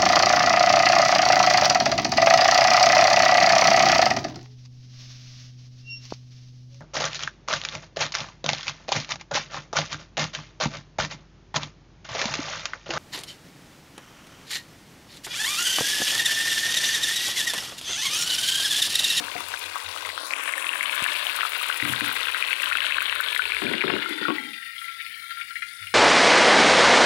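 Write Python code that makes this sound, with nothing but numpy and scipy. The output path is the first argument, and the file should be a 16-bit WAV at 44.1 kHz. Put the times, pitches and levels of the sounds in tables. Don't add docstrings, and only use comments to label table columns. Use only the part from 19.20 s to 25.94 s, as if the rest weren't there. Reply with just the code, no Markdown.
import sys
import numpy as np
from scipy import signal
from scipy.fft import rfft, irfft
from scipy.io import wavfile
from scipy.ndimage import uniform_filter1d, map_coordinates

SR = 44100
rng = np.random.default_rng(int(sys.argv[2]) if len(sys.argv) > 2 else 0)


def wrap_up_sound(samples):
    columns = np.atleast_2d(samples).T
    tamed = np.clip(columns, -1, 1)
    steps = np.round(tamed * 32767).astype(np.int16)
    wavfile.write(sys.argv[1], SR, steps)


N = 297234
TIME = np.arange(N) / SR
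TAPS = 8192
BINS = np.fft.rfftfreq(TAPS, 1 / SR)
BUBBLE_BAND_HZ, FIZZ_BAND_HZ = (900, 4500), (6000, 16000)
LOWERING_S, SEATED_S = 3.96, 5.47

# time_s, level_db
BOIL_LEVEL = [(0, -37), (1.0, -38), (1.2, -35), (1.5, -35), (1.9, -30.5), (2.4, -33), (2.7, -32),
              (3.2, -32.5), (3.8, -31.5), (4.3, -35.5), (4.75, -34), (5.1, -34.5), (5.3, -39), (5.7, -39.5),
              (6.2, -39.5), (6.74, -40)]
# frequency_hz, gain_db
ABOVE_SPECTRUM = [(120, -77.5), (200, -29.5), (301, -17.5), (486, -19.5), (531, -13), (742, -22),
                  (1050, -3), (1310, -4), (1470, -2), (1800, -6), (2600, 1), (3630, 0), (4450, -5),
                  (5150, -15), (6500, -37.5), (8450, -48.5), (14300, -120)]
# frequency_hz, gain_db
FIZZ_SPECTRUM = [(4000, -26.5), (5200, -3.5), (6300, -7.5), (7700, -2.5), (8800, -2.5), (9900, 2),
                 (10900, -2), (11500, -12.5), (14500, -6.5), (16000, -16)]


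def amp(db):
    return 10 ** (np.asarray(db) / 20)


def unit_rms(x):
    return x / np.sqrt(np.mean(x ** 2) + 1e-20)


def unit_peak(x):
    return x / (abs(x).max() + 1e-20)


def curves(rows):
    times, *columns = np.transpose(rows)
    return [np.interp(TIME, times, column) for column in columns]


def add(mix, start_s, sound):
    part = mix[max(round(start_s * SR), 0):][:len(sound)]
    part += sound[:len(part)]


def colour(x, points, band_hz):
    hz, db = np.transpose(points)
    gain = amp(np.interp(np.log(BINS + 1), np.log(hz + 1), db))
    gain /= np.sqrt(np.mean(gain ** 2 * (BINS > band_hz[0]) * (BINS < band_hz[1])))
    log_gain = np.log(np.maximum(np.r_[gain, gain[-2:0:-1]], 1e-5))
    response = np.fft.ifft(np.exp(np.conj(signal.hilbert(log_gain)))).real
    return signal.oaconvolve(x, response[:TAPS // 2])[:N]


def cut(x, hz, kind, order=2):
    return signal.sosfilt(signal.butter(order, hz, kind, fs=SR, output="sos"), x)


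def resonate(x, hz, width_hz):
    turn = np.exp(2j * np.pi * np.cumsum(hz) / SR)
    pole = np.exp(-np.pi * width_hz / SR)
    return 2 * (turn * signal.lfilter([1 - pole], [1, -pole], x / turn)).real


def ring(hz, t60, seconds, glide=0):
    t = np.arange(int(seconds * SR)) / SR
    return np.sin(2 * np.pi * hz * t * (1 + glide * np.minimum(t / t60, 1))) * 1000 ** (-t / t60)


def held(t, length_s, attack_s, release_s):
    return np.clip(t / attack_s, 0, 1) * np.exp(-np.maximum(t - length_s, 0) / release_s)


def clicks(per_s, spread_db, cap):
    size = amp(spread_db * np.minimum(rng.exponential(1, N), cap)) * rng.choice([-1, 1], N)
    return size * (rng.random(N) < per_s / SR)


def surge(depth_db, low_hz, high_hz):
    hz = np.fft.rfftfreq(N, 1 / SR)
    shape = (hz > low_hz) / np.sqrt(hz + low_hz) / (1 + (hz / high_hz) ** 4)
    waver = unit_rms(irfft(rfft(rng.standard_normal(N)) * shape, N))
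    return amp(depth_db * np.clip(waver, -2, 2))


def echoes(x, t60, delay_s, drift_hz=0.911, count=3):
    t, out = np.arange(SR // 2) / SR, np.zeros(N)
    for k in range(count):
        tail = rng.standard_normal(len(t)) * 1000 ** (-t / t60) * np.clip(t / delay_s - 1, 0, 1)
        share = np.cos(np.pi * (drift_hz * TIME + k / count)) * np.sqrt(2 / count)
        out += signal.oaconvolve(x * share, tail / np.linalg.norm(tail))[:N]
    return out


def bubbling(spread_db, cycles, count=9000, samples=320):
    when, pitch, damping, strength = rng.random((count, 4)).T[:, :, None]
    hz, t = 600 + 5000 * pitch, np.arange(samples) / SR
    t60 = cycles * (.5 + damping) / hz
    grains = np.sin(2 * np.pi * hz * t) * 1000 ** (-t / t60) / np.sqrt(t60)
    grains *= amp(spread_db * np.minimum(-np.log(1 - strength), 3.3))
    at = (when * N).astype(int) + np.arange(samples)
    return unit_rms(np.bincount(at.ravel(), grains.ravel(), N)[:N])


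def sizzle(escape):
    bubbles = amp(-5.5) * bubbling(spread_db=4.5, cycles=15.6)
    crackle = amp(-3.5) * unit_rms(clicks(per_s=2800, spread_db=5, cap=4.8))
    steam = (amp(-3) * escape + amp(-1.5) * (1 - escape)) * rng.standard_normal(N)
    strength = surge(depth_db=1.5, low_hz=6, high_hz=78) * amp(curves(BOIL_LEVEL)[0])
    return (bubbles + crackle + steam) * strength


def open_wok(source):
    # frequency_hz, gain_db
    side_spectrum = [(130, -35), (220, -26), (290, -6.5), (383, -14.5), (526, -1), (830, -4.5), (1060, 6),
                     (1370, -3), (1680, -11), (2600, -29), (3000, 1), (3850, -14.5), (6000, -6),
                     (8000, -14.5)]
    hover_spectrum = [(170, -36), (300, -14.5), (480, -9), (720, -17.5), (950, -8.5), (1200, -12),
                      (1450, 2), (1750, -1), (2100, -2.5), (2550, -1.5), (3600, 3), (4500, -4),
                      (5500, -17.5), (6500, -34.5)]
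    # time_s, above_share, hover_share
    position = [(0, 0.69, 0.19), (.8, 0.72, 0.27), (1.15, 0.86, 0.12), (1.7, 0.9, 0.33), (3.3, 0.9, 0.32),
                (3.8, 1, 0.45), (4.2, 1, 0.82)]
    above, hover = curves(position)
    side = amp(-0.5) * colour(source, side_spectrum, BUBBLE_BAND_HZ)
    top = amp(0.16) * colour(source, ABOVE_SPECTRUM, BUBBLE_BAND_HZ)
    hollow = amp(-0.5) * colour(source, hover_spectrum, BUBBLE_BAND_HZ)
    return (1 - above) * side + above * ((1 - hover) * top + hover * hollow)


def fizz(escape, dulled_hz=(6000, 8700), treble_hz=11500):
    # low_hz, high_hz
    tick_bands = [(4000, 8000), (8000, 11000), (11000, 16500)]
    # time_s, level_db
    fizz_level = [(0.0, -47.5), (1.0, -47), (1.06, -42.5), (1.14, -46.5), (1.22, -43.5), (2.59, -43),
                  (4.37, -46), (4.55, -50), (4.64, -51), (4.8, -52), (4.9, -47.5), (5.04, -51), (5.1, -55),
                  (5.18, -50.5), (5.58, -50), (5.62, -43), (5.68, -50.5), (5.9, -49.5), (6.3, -50.5),
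                  (6.38, -49.5), (6.5, -48), (6.74, -48.5)]
    treble_level = [(.8, -2), (1.4, -0.5), (1.8, 4.5), (4.5, 2), (4.75, -8), (5.3, -1.5), (6.15, 3),
                    (6.38, -5), (6.5, -7), (6.74, -1)]
    ticks = unit_rms(sum(cut(cut(clicks(per_s=2600, spread_db=6, cap=4.42), low, "high"), high, "low")
                         for low, high in tick_bands))
    source = (amp(-4.5) * escape + amp(-7) * (1 - escape)) * ticks
    source += (amp(-6.5) * escape + amp(-5.5) * (1 - escape)) * rng.standard_normal(N)
    source *= surge(depth_db=2.38, low_hz=5.1, high_hz=120) ** (.5 + .5 * escape)
    source *= amp(curves(fizz_level)[0])
    blocked = signal.sosfiltfilt(signal.butter(2, dulled_hz, "band", fs=SR, output="sos"), source)
    source -= amp(-5.5) * (1 - escape) * blocked
    treble = signal.sosfiltfilt(signal.butter(4, treble_hz, "high", fs=SR, output="sos"), source)
    source += (amp(curves(treble_level)[0]) - 1) * treble
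    return amp(-1) * colour(source, FIZZ_SPECTRUM, FIZZ_BAND_HZ)


def wall_reflection(x):
    # time_s, notch_hz, reflected_share
    interference = [(0, 1900, .04), (.84, 1850, .1), (.95, 2050, .58), (1.05, 2600, .8), (1.1, 3200, .8),
                    (1.14, 4050, .9), (1.3, 4400, .75), (1.55, 4950, .55), (1.8, 5500, .25),
                    (2.05, 6000, .15), (3.4, 6100, .1), (4.4, 6300, .3), (6.1, 6300, .25),
                    (6.27, 4200, .28), (6.7, 4300, .22)]
    notch_hz, share = curves(interference)
    dulled = uniform_filter1d(x, size=3)
    lag = SR / (2 * notch_hz)
    return x + share * map_coordinates(dulled, [np.arange(N) - lag], order=3)


def low_drone(width_hz=13):
    # start_s, length_s, level_db, pitch_hz
    spells = [(0, 0.039, -60, 90), (0.176, 0.1, -55, 91), (0.422, .1, -63.5, 92), (0.615, .28, -58.5, 89.4),
              (2.952, 0.1, -59, 71), (3.457, 0.48, -63, 69), (4.203, 0.16, -60.5, 68),
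              (6.587, 0.36, -54.5, 97)]
    drone = np.zeros(N)
    for start_s, length_s, db, hz in spells:
        t = TIME[:int((length_s + 1 / 2) * SR)]
        pitch = np.full(len(t), hz)
        hum = unit_rms(resonate(resonate(rng.standard_normal(len(t)), pitch, width_hz), pitch, width_hz))
        add(drone, start_s, amp(db) * hum * held(t, length_s, attack_s=0.037, release_s=0.066))
    floor = amp(-77) * unit_rms(cut(cut(rng.standard_normal(N), 110, "low"), 51.6, "high"))
    return np.array([drone + floor, amp(-16) * floor])


def thud(tone, scuff_hz, t60):
    scuff = unit_rms(cut(rng.standard_normal(len(tone)), scuff_hz, "low", order=3))
    scuff *= 1000 ** (-TIME[:len(tone)] / t60)
    return unit_peak(cut(unit_peak(tone) + amp(-16) * scuff, 107, "high"))


def handling():
    # start_s, level_db, tilt_db_per_octave
    bumps = [(.005, -29.5, 20.5), (0.155, -25.5, 31), (2.627, -28.5, -4), (2.657, -29, 8), (2.694, -31, -6),
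             (2.716, -30.5, -9), (2.818, -28, 6), (2.87, -40, -5)]
    # pitch_hz, level_db, t60_s
    modes = [(124, -6, 0.21), (253, -7, 0.26), (294, -1, 0.18), (487, -15.5, 0.079), (720, -26, 0.1)]
    # start_s, level_db
    thumps = [(1.8227, -33.5), (5.9, -62), (6.25, -64)]
    left, right = np.zeros((2, N))
    for start_s, db, tilt in bumps:
        tone = sum(amp(mode_db + tilt * np.log2(hz)) * ring(hz, t60, seconds=1 / 4)
                   for hz, mode_db, t60 in modes)
        add(left, start_s, amp(db) * thud(tone, scuff_hz=340 * amp(tilt / 2), t60=0.43))
    push = unit_peak(cut(cut(signal.unit_impulse(SR // 10), 75, "high"), 350, "low", order=3))
    for start_s, db in thumps:
        add(left, start_s, amp(db) * push)
        add(right, start_s, amp(db - 3) * push)
    return np.array([left, right])


def bubble(hz, t60, glide=0.051, swell_cycles=0.77):
    tone = ring(hz, t60, seconds=1 / 20, glide=glide)
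    tone += amp(-17) * ring(hz, t60=0.023, seconds=1 / 20, glide=glide)
    return tone * (1 - np.exp(-TIME[:len(tone)] * hz / swell_cycles))


def middling_bursts(escape, per_s=9, spread_db=8.5, low_hz=1360, high_hz=3600, cycles=21):
    wait, size, pitch, damping = rng.random((200, 4)).T
    start_s = np.cumsum(-np.log(1 - wait)) / per_s
    over_full_boil_db = curves(BOIL_LEVEL)[0] + 28
    typical_db = -24.5 + 1.2 * over_full_boil_db + 20 * np.log10(escape)
    db = np.interp(start_s, TIME, typical_db) + spread_db * (2 * size - 1)
    hz = low_hz * (high_hz / low_hz) ** pitch
    t60 = cycles * (.5 + damping) / hz
    return list(np.transpose([start_s, db, hz, t60])[start_s < SEATED_S])


def pops(escape):
    # start_s, level_db, pitch_hz, t60_s
    large_bursts = [(0.0837, -21.5, 1560, 0.003), (0.1154, -22, 3010, 0.003), (0.1798, -25.0, 2110, 0.0064),
                    (0.2057, -22, 1060, 0.007), (0.3396, -16.5, 1550, 0.0033), (0.3732, -24, 2430, 0.0076),
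                    (0.4401, -25, 3860, 0.007), (0.5569, -17.5, 1110, 0.0087), (0.564, -20, 1090, 0.011),
                    (0.6624, -28, 3730, 0.022), (0.7624, -22, 1230, 0.0032), (0.851, -21.5, 2040, 0.01),
                    (0.8721, -23.5, 1220, 0.003), (0.8902, -20.5, 2110, 0.0035),
                    (0.9012, -21.5, 1970, 0.0034), (0.9778, -18.5, 1320, 0.0045),
                    (1.1076, -17, 2310, 0.0045), (1.136, -11.5, 2340, 0.0056), (1.2088, -20, 2390, 0.003),
                    (1.232, -23, 2130, 0.003), (1.2781, -16, 1760, 0.0033), (1.2916, -19.5, 2180, 0.0025),
                    (1.3368, -16, 2090, 0.013), (1.3798, -17, 1780, 0.0018), (1.444, -17.5, 2060, 0.002),
                    (1.4678, -17, 2610, 0.0062), (1.4916, -13, 2710, 0.013), (1.5312, -17, 2610, 0.0045),
                    (1.5366, -17.5, 1940, 0.0021), (1.557, -18, 1580, 0.003), (1.6087, -12.5, 2100, 0.009),
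                    (1.63, -16.0, 2220, 0.003), (1.6361, -19, 2170, 0.007), (1.6575, -16.5, 2980, 0.0052),
                    (1.6959, -13, 2500, 0.0037), (1.7285, -19, 2100, 0.0023), (1.7642, -18, 2190, 0.0033),
                    (1.7794, -19, 2260, 0.003), (1.7955, -20, 1900, 0.003), (1.8421, -12.0, 2680, 0.0024),
                    (1.8536, -18, 1770, 0.003), (1.8626, -11.5, 1700, 0.0053), (1.87, -21, 1430, 0.0066),
                    (1.9191, -18.5, 3300, 0.003), (1.9653, -18, 2550, 0.0026), (1.9884, -27, 2720, 0.0045),
                    (2.0683, -13, 3080, 0.0072), (2.0965, -13.5, 2520, 0.003), (2.189, -17, 1320, 0.0069),
                    (2.2086, -16, 1770, 0.0041), (2.2177, -13.5, 2500, 0.003),
                    (2.2315, -12.5, 1330, 0.0086), (2.2515, -14.5, 1260, 0.0081),
                    (2.2594, -22, 1430, 0.0038), (2.3335, -17.5, 2260, 0.0017), (2.3494, -23, 2800, 0.007),
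                    (2.4127, -21, 1190, 0.019), (2.4433, -18, 2520, 0.003), (2.4888, -19, 2520, 0.0033),
                    (2.5003, -14.0, 1480, 0.01), (2.5128, -19, 2070, 0.0027), (2.5266, -18, 3010, 0.0035),
                    (2.6005, -23, 2260, 0.003), (2.6242, -15, 1990, 0.007), (2.6524, -14, 2230, 0.003),
                    (2.6964, -17.5, 3230, 0.0065), (2.7359, -14.0, 1680, 0.0062),
                    (2.7653, -18, 2110, 0.0026), (2.808, -16, 1700, 0.0062), (2.8451, -16, 1640, 0.0041),
                    (2.8795, -19.5, 2130, 0.0045), (2.8925, -19, 1520, 0.0026),
                    (2.9135, -20.5, 1440, 0.015), (2.9651, -17, 2020, 0.0039),
                    (3.0059, -15.5, 2600, 0.0033), (3.0316, -15, 3600, 0.0027), (3.0568, -17, 2710, 0.0019),
                    (3.0702, -19, 1600, 0.0062), (3.0843, -16, 2560, 0.003), (3.0937, -20, 2440, 0.0027),
                    (3.1229, -17, 2590, 0.0054), (3.1461, -12.5, 1500, 0.0039), (3.1539, -21, 1960, 0.003),
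                    (3.2252, -10.5, 2400, 0.0086), (3.2422, -17, 2330, 0.0036), (3.2488, -13, 3230, 0.0024),
                    (3.2657, -18.0, 2600, 0.0041), (3.2858, -17, 2430, 0.0045), (3.3081, -16, 2110, 0.002),
                    (3.3163, -18, 2570, 0.012), (3.3308, -9, 2250, 0.0052), (3.4, -16.5, 2420, 0.0077),
                    (3.4191, -17, 1950, 0.0039), (3.4322, -16, 2700, 0.022), (3.4376, -16.5, 1640, 0.0067),
                    (3.4586, -13, 3010, 0.003), (3.4812, -19, 2710, 0.0027), (3.5132, -18, 1410, 0.028),
                    (3.523, -11.5, 1840, 0.0034), (3.5296, -10, 2520, 0.0027), (3.5535, -13, 1470, 0.016),
                    (3.5717, -10, 2650, 0.0062), (3.5851, -11.5, 2090, 0.003), (3.6051, -11, 2900, 0.0035),
                    (3.6191, -14.5, 2040, 0.003), (3.6445, -17.5, 1500, 0.0088),
                    (3.6507, -16, 2870, 0.0036), (3.6663, -11, 2740, 0.0035), (3.6963, -19, 2400, 0.003),
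                    (3.7095, -15.5, 1940, 0.0056), (3.7226, -12.5, 2520, 0.007),
                    (3.7447, -14, 2520, 0.0064), (3.7835, -11.5, 1520, 0.02), (3.8056, -11.5, 2450, 0.0038),
                    (3.8192, -15, 1480, 0.022), (3.8569, -17.5, 3370, 0.011), (3.8964, -12, 2860, 0.0044),
                    (3.928, -17, 1950, 0.0049), (3.96, -17.5, 1430, 0.007), (3.9927, -23, 1510, 0.028),
                    (4.003, -13.5, 1480, 0.023), (4.0625, -19, 3250, 0.003), (4.0858, -13.5, 3350, 0.0053),
                    (4.1288, -16, 2460, 0.0088), (4.1498, -25, 3450, 0.0045), (4.1626, -13.5, 1960, 0.013),
                    (4.177, -18.5, 3350, 0.003), (4.1938, -10, 1470, 0.039), (4.2209, -13, 2360, 0.0057),
                    (4.2544, -15.5, 2520, 0.012), (4.3016, -20, 2200, 0.0045), (4.3205, -11.5, 2350, 0.007),
                    (4.3377, -23, 2540, 0.046), (4.3477, -13.5, 2380, 0.0034), (4.3673, -12.5, 2100, 0.003),
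                    (4.3891, -17, 2370, 0.003), (4.4666, -16, 2370, 0.016), (4.5393, -17.5, 1990, 0.015),
                    (4.5816, -16, 2880, 0.0033), (4.6089, -14.0, 2400, 0.013),
                    (4.6154, -10.5, 2260, 0.0034), (4.623, -12, 1950, 0.003), (4.6788, -16, 1630, 0.0049),
                    (4.7654, -16.5, 1470, 0.0037), (4.7898, -21.5, 1610, 0.007),
                    (4.859, -23.5, 1365, 0.067), (5.0232, -28, 1414, 0.093), (5.0311, -19, 1740, 0.0027),
                    (5.0524, -18, 1400, 0.056), (5.1828, -20.0, 1980, 0.022)]
    tones, snaps = np.zeros((2, N))
    for start_s, db, hz, t60 in list(large_bursts) + middling_bursts(escape):
        add(tones, start_s, amp(db) * unit_peak(bubble(hz, max(t60, .002))))
        add(snaps, start_s, amp([db]))
    mid_snap = amp(-20) * colour(snaps, ABOVE_SPECTRUM, BUBBLE_BAND_HZ)
    high_snap = amp(-40) * colour(snaps, FIZZ_SPECTRUM, FIZZ_BAND_HZ)
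    return amp(-.5) * cut(tones, 710, "high") + mid_snap + high_snap


def spits(decay_s=0.00038, width_octaves=.7):
    # start_s, level_db, centre_hz
    droplets = [(0.2062, -28, 10300), (0.2855, -24, 10700), (0.3045, -27.5, 9200), (0.3929, -26, 11000),
                (0.5835, -27, 8900), (1.0665, -30, 11600), (1.2377, -22.5, 9900), (1.3231, -24.5, 9700),
                (1.3794, -20.5, 10700), (1.6282, -19, 9200), (1.632, -27, 8700), (1.7304, -29, 10100),
                (1.7503, -22.0, 10400), (1.7589, -24, 10300), (1.8259, -18, 8400), (1.8406, -17, 8300),
                (1.9574, -26, 9600), (2.0738, -21, 14600), (2.1642, -19, 11100), (2.273, -29, 9500),
                (2.2946, -22.0, 12900), (2.3797, -19.0, 13200), (2.3989, -28, 12200),
                (2.4274, -21.5, 10500), (2.4655, -27, 12800), (2.6474, -24.5, 11400), (2.6941, -19, 10400),
                (2.7261, -17.5, 10100), (2.731, -18.5, 8200), (2.883, -19, 14000), (2.9294, -19, 12500),
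                (2.954, -27, 11500), (3.0095, -23, 9200), (3.1438, -28, 9900), (3.3313, -26, 9700),
                (3.4218, -18, 8500), (3.4427, -17, 11100), (3.4886, -25, 8200), (3.5719, -19.5, 9400),
                (3.8248, -17.5, 12400), (4.0096, -13.5, 11900), (4.109, -28, 9900), (4.1238, -26, 9600),
                (4.1446, -28.0, 13300), (4.1536, -23, 10000), (4.177, -19, 9600), (4.419, -29, 10400),
                (4.8932, -28.5, 9900)]
    out, t = np.zeros(N), TIME[:SR // 100]
    edge = 2 ** (width_octaves / 2)
    for start_s, db, hz in droplets:
        crack = (t == 0) + amp(-10) * rng.standard_normal(len(t)) * np.exp(-t / decay_s)
        crack = cut(cut(crack, hz / edge, "high", order=3), hz * edge, "low", order=3)
        add(out, start_s, amp(db) * unit_peak(crack))
    return amp(1.5) * out


def gap_air(escape):
    # wide_hz, shut_hz, width_hz, level_db
    modes = [(500, 203, 86, -0.5), (1066, 808, 58, -13.5)]
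    opening = np.maximum((SEATED_S - TIME) / (SEATED_S - LOWERING_S), 0)
    stir, hum = rng.standard_normal(N), np.zeros(N)
    for wide_hz, shut_hz, width_hz, db in modes:
        hz = shut_hz + (wide_hz - shut_hz) * np.minimum(opening, 1)
        hum += amp(db) * unit_rms(resonate(resonate(stir, hz, width_hz), hz, width_hz))
    return amp(-28 - 35 * opening) * escape ** 0.59 * cut(hum, 230, "high", order=3)


def lid_ring(upper_db):
    # pitch_hz, level_db, t60_s
    modes = [(151, -6.5, 0.028), (188, -15.5, 0.02), (237.4, 0, 0.085), (295, -2.5, 0.14), (314, -2, 0.12),
             (372, 0, 0.083), (430, -4, 0.028), (560, -7, 0.054), (690, -12.5, 0.067), (893, -12, 0.036),
             (1108, 0.5, 0.052), (1190, -18, 0.026), (1410, 0.5, 0.032)]
    return sum(amp(db + upper_db * (hz > 600)) * rng.choice([-1, 1]) * ring(hz, t60, seconds=1 / 2)
               for hz, db, t60 in modes)


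def lid_contacts():
    # start_s, level_db, upper_modes_db, crack_over_ring_db
    knocks = [(4.4185, -23, -1, 5), (4.422, -21.5, 4, -5), (4.513, -27, -4, -5), (4.535, -26, -3, 10.5),
              (4.541, -24.5, -10, -3), (4.6383, -20, -5, 6), (4.6413, -21, -12.5, -4),
              (4.677, -33, -12, -5), (4.6971, -29, 9, 8.5), (4.6998, -21, 6, 0), (4.7018, -20.5, 11, 6),
              (4.7042, -20.5, 10, 5.5), (4.736, -20.5, -5, -0.5), (4.904, -26, -28, -19),
              (5.014, -24.5, -9.5, -14), (5.083, -15.5, 2.5, -2), (5.087, -15, -3, -9),
              (5.099, -20, -11, -2), (5.104, -17.5, 12, -2.5)]
    # start_s, length_s, level_db
    scrapes = [(4.429, 0.11, -34), (4.633, 0.13, -33.5)]
    out, t = np.zeros(N), TIME[:SR // 50]
    for start_s, db, upper_db, crack_db in knocks:
        crack = rng.standard_normal(len(t)) * np.exp(-t / 0.0017)
        crack = cut(cut(crack, 2820, "low", order=6), 1200, "high")
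        add(out, start_s, amp(db) * unit_peak(lid_ring(upper_db)))
        add(out, start_s, amp(db + crack_db) * unit_peak(crack))
    out = cut(out, 185, "high", order=3)
    slips = clicks(per_s=580, spread_db=3, cap=1.3)
    chatter = unit_rms(signal.oaconvolve(slips, lid_ring(upper_db=-9)[:SR // 25])[:N])
    grinding = unit_rms(cut(cut(rng.standard_normal(N), 505, "low", order=4), 150, "high"))
    friction = amp(-1) * chatter + amp(-3.5) * grinding
    for start_s, length_s, db in scrapes:
        out += amp(db) * friction * held(TIME - start_s, length_s, attack_s=0.0149, release_s=0.034)
    return cut(out, 92, "high")


def under_lid(source, rise_per_s=0.012):
    # start_s, level_db, pitch_hz
    covered_bursts = [(5.2364, -29, 2230), (5.3332, -27, 2680), (5.4233, -28.5, 1970),
                      (5.4567, -30.5, 2060), (5.5795, -26, 3380), (5.615, -30, 1360), (5.68, -26, 2060),
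                      (5.8009, -23, 2210), (5.8626, -26, 2410), (5.903, -34, 1990), (5.9671, -40, 1360),
                      (6.021, -37, 1370), (6.104, -29, 1360), (6.1685, -25.5, 1380), (6.199, -27, 1380),
                      (6.211, -25, 2230), (6.3065, -28, 1470), (6.355, -22.5, 1960), (6.4208, -19.5, 1870),
                      (6.6244, -26.5, 1410), (6.6693, -27.5, 2580)]
    # time_s, pitch_hz
    first_mode = [(5.0, 1392), (5.15, 1372), (5.33, 1352), (5.65, 1362), (6.0, 1364), (6.2, 1380),
                  (6.7, 1390)]
    # centre_hz, width_hz, gain_db
    upper_modes = [(1596, 40, 6.5), (1870, 42, 7.5), (2040, 38, 12), (2236, 36, 7.5), (2410, 44, 7.5),
                   (2600, 100, -11), (2800, 41, 10), (3170, 77, 6.5), (3600, 130, 1.5), (3820, 130, -4),
                   (4010, 90, 1.5)]
    # frequency_hz, gain_db
    covered_spectrum = [(100, -37), (260, -19), (450, -32.5), (720, -30.5), (870, -25), (1050, -34),
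                        (1170, -29), (1320, -7), (1450, -8.5), (1600, -6), (2100, -.5), (3000, -1.5),
                        (4300, -1.5), (5200, -6), (6300, -17.5)]
    bursts, t = np.zeros(N), TIME[:SR // 12]
    envelope = (1 - np.exp(-t / 0.00032)) * np.exp(-t / 0.012)
    for start_s, db, hz in covered_bursts:
        sputter = resonate(rng.standard_normal(len(t)), np.full(len(t), hz), width_hz=460)
        add(bursts, start_s, amp(db) * unit_peak(sputter * envelope))
    smeared = echoes(source, t60=0.029, delay_s=0.00067, drift_hz=2.5, count=5)
    inside = amp(-15.5) * source + amp(-5.5) * (smeared + bursts)
    steam = amp(-40) * rng.standard_normal(N)
    inside += amp(22) * resonate(inside + steam, curves(first_mode)[0], width_hz=13)
    warming = 1 + rise_per_s * (TIME - SEATED_S)
    inside += sum((amp(db) - 1) * resonate(inside, hz * warming, width) for hz, width, db in upper_modes)
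    return amp(-6) * colour(inside, covered_spectrum, BUBBLE_BAND_HZ)


def scene():
    # time_s, level_db
    transmission = [(4.5, 8.5), (4.95, 4), (5.15, 3), (5.28, -12), (5.4, -44), (5.55, -91)]
    direct_db = curves(transmission)[0]
    escape = amp(direct_db - direct_db[0])
    source = sizzle(escape)
    frying = escape * open_wok(source) + np.sqrt(1 - escape ** 2) * under_lid(source) + fizz(escape)
    near = wall_reflection(frying) + pops(escape) + spits() + lid_contacts() + gap_air(escape)
    early = amp(-11) * echoes(near, t60=0.049, delay_s=0.00091)
    late = amp(-15.5) * echoes(near, t60=0.43, delay_s=0.007)
    heard = near + early + late
    return amp(5.5) * (np.array([heard, amp(-72.5) * heard]) + low_drone() + handling())


def record(dry, threshold_db=-16.5, duck_share=0.68, attack_s=0.0012, recovery_db_per_s=116):
    pole = np.exp(-1 / (attack_s * SR))
    level_db = 10 * np.log10(signal.lfilter([1 - pole], [1, -pole], dry[0] ** 2) + 1e-12)
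    recovery_db = TIME * recovery_db_per_s
    peak_db = np.maximum.accumulate(level_db + recovery_db) - recovery_db
    over_db = np.maximum(peak_db - threshold_db, 0)
    ducked = dry * amp(-duck_share * signal.lfilter([1 - pole], [1, -pole], over_db))
    band_limit = signal.firwin(511, cutoff=16100, window=("kaiser", 9), fs=SR)
    return signal.oaconvolve(ducked, band_limit[None], "same")


dry = scene()
out = record(dry)
wrap_up_sound(out)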